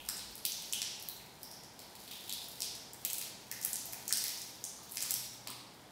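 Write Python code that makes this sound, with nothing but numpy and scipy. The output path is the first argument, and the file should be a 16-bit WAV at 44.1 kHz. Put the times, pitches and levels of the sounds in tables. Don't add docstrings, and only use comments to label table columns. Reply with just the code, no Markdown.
import sys
import numpy as np
from scipy import signal
from scipy.fft import rfft, irfft
from scipy.io import wavfile
from scipy.ndimage import uniform_filter1d

SR = 44100
rng = np.random.default_rng(int(sys.argv[2]) if len(sys.argv) > 2 else 0)


def invert_db(x):
    u = np.asarray(x, float) / 20
    return 10 ** u


def store_wav(level_fs):
    pcm = np.round(np.clip(np.atleast_2d(level_fs), -1, 1) * 32767)
    wavfile.write(sys.argv[1], SR, pcm.T.astype(np.int16))


N = 260833
SNAP_SAMPLES = 512


def shaped(x, hz, db):
    f = np.maximum(np.fft.rfftfreq(len(x), 1 / SR), 1)
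    gain = invert_db(np.interp(np.log(f), np.log(hz), db))
    return irfft(rfft(x) * gain, len(x))


def bump(hz, octaves):
    f = np.maximum(np.fft.rfftfreq(SNAP_SAMPLES, 1 / SR), 1)
    return np.exp(-0.5 * (np.log2(f / hz) / octaves) ** 2)


def ragged(decay_s, first):
    t = np.arange(SNAP_SAMPLES // 2) / SR
    burst = rng.standard_normal((len(decay_s), len(t))) * np.exp(-t / decay_s[:, None])
    burst[:, 0] = first
    spectrum = rfft(burst, SNAP_SAMPLES)
    return spectrum / np.abs(spectrum) ** 0.5


def snaps(times_s, peak_db, colours, decay_s, wet_db):
    out = np.zeros((2, N + SNAP_SAMPLES))
    lead = SNAP_SAMPLES // 8
    spectra = ragged(decay_s + 0 * times_s, 2.43) * colours
    waves = np.roll(irfft(spectra, SNAP_SAMPLES), lead, axis=1)
    waves *= (invert_db(peak_db) / np.abs(waves).max(axis=1))[:, None]
    for s, wave, wet in zip(times_s, waves, invert_db(wet_db + 0 * times_s)):
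        i = max(int(s * SR) - lead, 0)
        out[:, i:i + SNAP_SAMPLES] += np.array([wave, wet * wave])
    return out[:, :N]


def skin_snaps(s, peak_db, ring_hz, ring_db, edge_hz, wet_db):
    ring = np.array([bump(f, 0.16) + 0.74 * bump(f, 0.72) for f in ring_hz])
    edge = np.array([0.95 * bump(f, 0.19) + 1.09 * bump(12200, 0.58) for f in edge_hz])
    colours = invert_db(ring_db + 9.5)[:, None] * ring + invert_db(-15) * edge
    return snaps(s + 0.0012, peak_db, colours, 0.00042, wet_db)


def contacts(rows, wet_db):
    s, peak_db, hz, octaves = np.transpose(rows)
    colours = np.array([bump(f, w) for f, w in zip(hz, octaves)])
    return snaps(s + 0.001012, peak_db, colours, 0.00051, wet_db)


def walk(rate_hz):
    k = int(SR / rate_hz)
    steps = np.repeat(rng.standard_normal(N // k + 1), k)
    smooth = uniform_filter1d(steps, k)[:N]
    return smooth / smooth.std()


# time in s, peak in dB, flake ring in Hz, ring # in dB, edge in Hz.
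HARD_CRACKS = [(0.0874, -14.5, 5120, -14, 12100), (0.168, -26, 7600, -3, 7900),
               (.3537, -25, 5600, -38, 11000), (.451, -9, 4400, -24, 11800),
               (0.5197, -20, 5930, 2, 10300), (0.7246, -16, 6200, -8, 8440),
               (.733, -14.5, 3100, -22, 8600), (.817, -18.5, 5500, 1, 7900),
               (0.8262, -30, 4100, -2, 11200), (1.024, -25.5, 4200, -22, 12000),
               (1.0856, -17, 4170, -33, 13300), (1.4306, -24, 5100, -43, 12800),
               (2.294, -19.5, 4000, -20, 7500), (2.3138, -29, 3840, -10, 13100),
               (2.3245, -17, 4900, -17.5, 11100), (2.3342, -23.5, 5100, -30, 12500),
               (2.6038, -22.5, 5290, -23, 10800), (2.6194, -16.5, 5320, 0, 11500),
               (2.6424, -26, 5670, -16, 9250), (2.933, -27.5, 7600, -33, 8000),
               (3.049, -11.5, 6200, -31, 13500), (3.053, -22.5, 4100, -21, 14500),
               (3.0999, -19, 6950, -23, 9700), (3.107, -25, 7760, -30, 10500),
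               (3.131, -15.5, 6300, -32, 13500), (3.1712, -29, 8000, -28, 11000),
               (3.182, -17.5, 8000, -33, 10400), (3.2138, -22, 5850, -19, 11500),
               (3.5133, -16.5, 6130, -23, 12000), (3.635, -25, 5650, -24, 12600),
               (3.6484, -9.5, 6510, -41, 12000), (3.7305, -14.5, 7460, -24, 9600),
               (3.756, -17.5, 6500, -16, 10100), (3.932, -19, 5350, -25.5, 14000),
               (4.0787, -16, 6600, -20, 12000), (4.107, -27, 7250, -3, 8800),
               (4.125, -7.5, 5450, -20.5, 8750), (4.171, -17, 7790, -20, 13500),
               (4.1817, -19, 5660, -11, 8810), (4.239, -17, 4600, -33, 12900),
               (4.2805, -20, 5200, -21, 13400), (4.292, -21, 5000, -18, 10400),
               (4.4166, -24, 6300, -20, 9500),
               (4.6395, -20.5, 6540, -9, 8780), (4.9197, -24.5, 8000, -38, 11000),
               (4.97, -19, 5100, -9.5, 10000), (5.005, -21, 5780, -18, 11600),
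               (5.017, -25, 7440, -24, 9110), (5.0237, -15.5, 7700, -21, 9150),
               (5.107, -12.5, 7100, -17.5, 14700), (5.139, -11, 5700, -29.5, 12000),
               (5.4726, -22, 4740, -21, 9000), (5.5016, -24, 4560, -28, 9000)]


def cracks():
    s, peak_db, ring_hz, ring_db, edge_hz = np.transpose(HARD_CRACKS)
    wet_db = -1 - 0.028 * (peak_db + 15) + 0.05 * (ring_db + 14)
    return skin_snaps(s, peak_db, ring_hz, ring_db, edge_hz, wet_db)


# time in s, peak in dB, ring in dB.
TICKS = [(.192, -33, -8), (.3076, -43, -17), (0.3783, -33, -20), (0.5994, -34, -6), (.621, -28.5, -18),
         (0.9968, -31.5, -31), (1.1653, -35.5, -20), (1.513, -30.5, -19), (1.5378, -39, -10),
         (1.6346, -35.5, -16), (1.791, -30.5, -18), (1.8165, -38, -18), (1.9524, -34, -17),
         (2.011, -45, -24), (2.0767, -34, -10), (2.1112, -27, -20), (2.208, -43, -6), (2.2783, -31, -18),
         (2.4837, -28, -38), (2.7513, -29, -22), (3.2233, -34, -3), (3.6131, -25.5, -20),
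         (3.6267, -25, -12), (3.8547, -27, -36), (3.925, -25.5, -27), (4.0916, -23, -2), (4.374, -27, -17),
         (4.804, -41.5, -11), (4.9114, -30, -36), (4.956, -26, -31)]
# time in s, ring in Hz.
PIECE_RING = [(.6, 4370), (1.2, 4430), (1.52, 5470), (1.8, 4700), (2.2, 3300), (2.75, 5300), (3.22, 4570),
              (3.6, 5700), (4.1, 6550), (4.8, 4100), (4.95, 6400)]


def ticks():
    s, peak_db, ring_db = np.transpose(TICKS)
    ring_hz = np.interp(s, *np.transpose(PIECE_RING))
    edge_hz = 11500 * np.exp(0.08 * rng.standard_normal(len(s)))
    return skin_snaps(s, peak_db, ring_hz, ring_db, edge_hz, wet_db=2)


# time in s, peak in dB, ring in Hz, width in octaves.
CLOVE_BODY = [(0.0876, -38, 1380, 0.58), (1.2, -47, 2490, 0.35), (0.4486, -43, 2800, .25),
              (.7321, -41, 3030, .35), (0.8175, -34, 2800, 0.79), (2.116, -33, 3940, 0.42),
              (2.3028, -30.5, 3730, 0.18), (3.05, -33.5, 2980, 0.48), (3.0975, -39, 2680, .55),
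              (3.2126, -34.5, 2560, 0.63), (3.515, -39, 2040, 0.39), (3.6491, -36, 1870, 0.98),
              (3.9317, -40.5, 2050, 0.4), (4.123, -54, 2010, 0.3), (4.2445, -38.5, 2100, .22),
              (4.9703, -34.5, 2250, 0.36), (5.0223, -34, 2600, 0.98), (5.05, -43, 1200, 0.43),
              (5.106, -33.5, 2720, 1), (5.471, -30.5, 2550, 0.72)]


def clove_body():
    return contacts(CLOVE_BODY, wet_db=-0.2)


# time in s,
# peak in dB, ring in Hz, width in octaves.
FLAKES = [(.002, -38, 3000, 0.3), (.088, -36, 8000, 0.081), (.451, -34, 5900, 0.12),
          (.4535, -25, 4300, 0.34), (.451, -35.5, 3200, 0.25), (.4535, -31, 14300, .1),
          (1.086, -44.5, 4100, 0.09), (1.431, -40, 5280, 0.13), (1.513, -49, 5500, .086),
          (3.516, -40, 6030, .2), (3.514, -45, 1880, 0.18), (4.64, -29, 8900, 0.16),
          (4.97, -37, 5660, 0.13), (5.14, -37, 5500, 0.085)]


def flakes():
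    octaves = np.transpose(FLAKES)[-1]
    return contacts(FLAKES, wet_db=9.5 - 35 * octaves)


# time in s, level in dB.
BENDING = [(0, -48.5), (.48, -54), (.66, -48), (1.002, -54.5), (1.9, -57.5), (2.04, -47), (2.58, -47),
           (2.88, -59), (3.21, -36.5), (3.36, -60.5), (3.69, -40), (3.92, -52.5), (4.25, -38), (4.76, -56),
           (5.1, -35.5), (5.28, -47.5), (5.43, -58), (5.91, -62)]


def rustle():
    t = np.arange(N) / SR
    hit, size = rng.random(N), rng.exponential(size=N)
    sign = np.sign(rng.standard_normal(N))
    clicks = (hit < 600 / SR) * invert_db(5.2 * np.minimum(size, 4)) * sign
    clicks = clicks / clicks.std()
    body = shaped(clicks, [1500, 2650, 4320, 6800, 9500], [-23, -10.5, -1.0, -5.0, -3.5])
    other_clicks = np.roll(clicks, N // 3)
    edge = shaped(other_clicks, [4960, 8000, 12000, 16000], [-16, -11.0, 0.5, -27])
    effort_db = np.interp(t, *np.transpose(BENDING))
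    return invert_db(effort_db - 7.0) * (body + invert_db(-10.5) * edge)


# time in s, peak in dB, ring in Hz, width in octaves.
KNUCKLE_KNOCKS = [(3.837, -58, 781, 0.15), (3.889, -48.5, 740, 0.19), (3.926, -50, 810, .25),
                  (4.107, -32, 1770, 0.4), (4.789, -53, 1170, 0.092), (5.472, -42.5, 850, 0.46),
                  (5.49, -51.5, 260, 0.25), (5.498, -44, 1150, 0.18)]


def knuckles():
    return contacts(KNUCKLE_KNOCKS, wet_db=-1.6)


# delay in s, level in dB, smear in s.
ECHOES = [(.0019, -5.5, 0.00056), (.0046, -12, .0003), (.0093, -5, .0002), (0.0109, -9.5, 0.00034),
          (0.016, -19.5, .0005), (.021, -33, 0.00026), (0.032, -18, .0004)]
# centre in Hz, T60 in s, level in dB.
TAIL = [(1020, 0.79, -27.5), (2000, 1.07, -28), (3830, 0.88, -26.5), (5500, 0.96, -29.5),
        (8000, 0.73, -31.5), (11500, 0.46, -30.5), (15000, 0.41, -32)]


def room():
    t = np.arange(int(1.3 * SR)) / SR
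    log_hz = np.log(np.maximum(np.fft.rfftfreq(len(t), 1 / SR), 1))
    log_centres = np.log([row[0] for row in TAIL])
    noise = rfft(rng.standard_normal(len(t)))
    out = np.zeros(len(t))
    for share, (_, t60_s, db) in zip(np.eye(len(TAIL)), TAIL):
        band = irfft(noise * np.interp(log_hz, log_centres, share), len(t))
        out += invert_db(db - 60 * t / t60_s) * band
    out *= 1 - np.exp(-(t / 0.0095) ** 3)
    delay_s, echo_db, smear_s = np.transpose(ECHOES)
    for s, db, echo in zip(delay_s, echo_db, irfft(ragged(smear_s, 1.35), SNAP_SAMPLES)):
        i = int(s * SR)
        out[i:i + SNAP_SAMPLES] += invert_db(db) * echo / np.sqrt(np.sum(echo ** 2))
    return out


# frequency in Hz, density in dB per Hz.
AIR_SPECTRUM = [(35, -31), (60, -10.5), (137, -3.5), (304, -5), (464, -7), (559, -8), (691, -6),
                (938, -4.5), (1080, -12.5), (2350, -15), (2580, -20), (3260, -15.5), (8750, -25),
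                (14000, -32), (16500, -47)]


def ventilation():
    noise = shaped(rng.standard_normal(N), *np.transpose(AIR_SPECTRUM))
    return invert_db(-56.5 + 0.5 * walk(1.86)) * noise / noise.std()


# time in s, level in dB.
FAN_LOAD = [(0, -85), (1.3, -68), (1.8, -78), (2.8, -69.5), (4.7, -68.5), (5.5, -63.5), (5.91, -66)]


def fan():
    t = np.arange(N) / SR
    hum_hz, whine_hz, whine_db = 121.9, 204.1, -70
    hum_level = invert_db(np.interp(t, *np.transpose(FAN_LOAD)) + 1.4 * walk(5.5))
    hum = hum_level * np.sin(2 * np.pi * hum_hz * t + 0.94 * walk(5.4))
    whine = invert_db(whine_db + 1.7 * walk(7)) * np.sin(2 * np.pi * whine_hz * t + 1.4 * walk(8))
    return hum + whine


def traffic():
    t = np.arange(N) / SR
    start_db, fade_s, rest_db, sag_db_per_s = -59.5, 0.2, -73, -0.4
    noise = shaped(rng.standard_normal(N), [25, 45.4, 59.0, 86], [-34, -5, -2, -31.5])
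    level = invert_db(start_db) * np.exp(-t / fade_s) + invert_db(rest_db + sag_db_per_s * t)
    return level * noise / noise.std()


def scene():
    out = ventilation() + fan() + traffic()
    skin = cracks() + ticks()
    handling = clove_body() + flakes() + knuckles() + rustle()
    for direct, towards_walls in (skin, handling):
        out = out + direct + signal.fftconvolve(towards_walls, room())[:N]
    return out[None]


def roll_off(x):
    return signal.sosfilt(signal.butter(12, 16990, fs=SR, output="sos"), x)


def record(dry):
    top_cut = signal.ellip(8, 0.3, 40, 15700, fs=SR, output="sos")
    mix = signal.sosfilt(top_cut, dry)
    return roll_off(mix)


dry = scene()
out = record(dry)
store_wav(out)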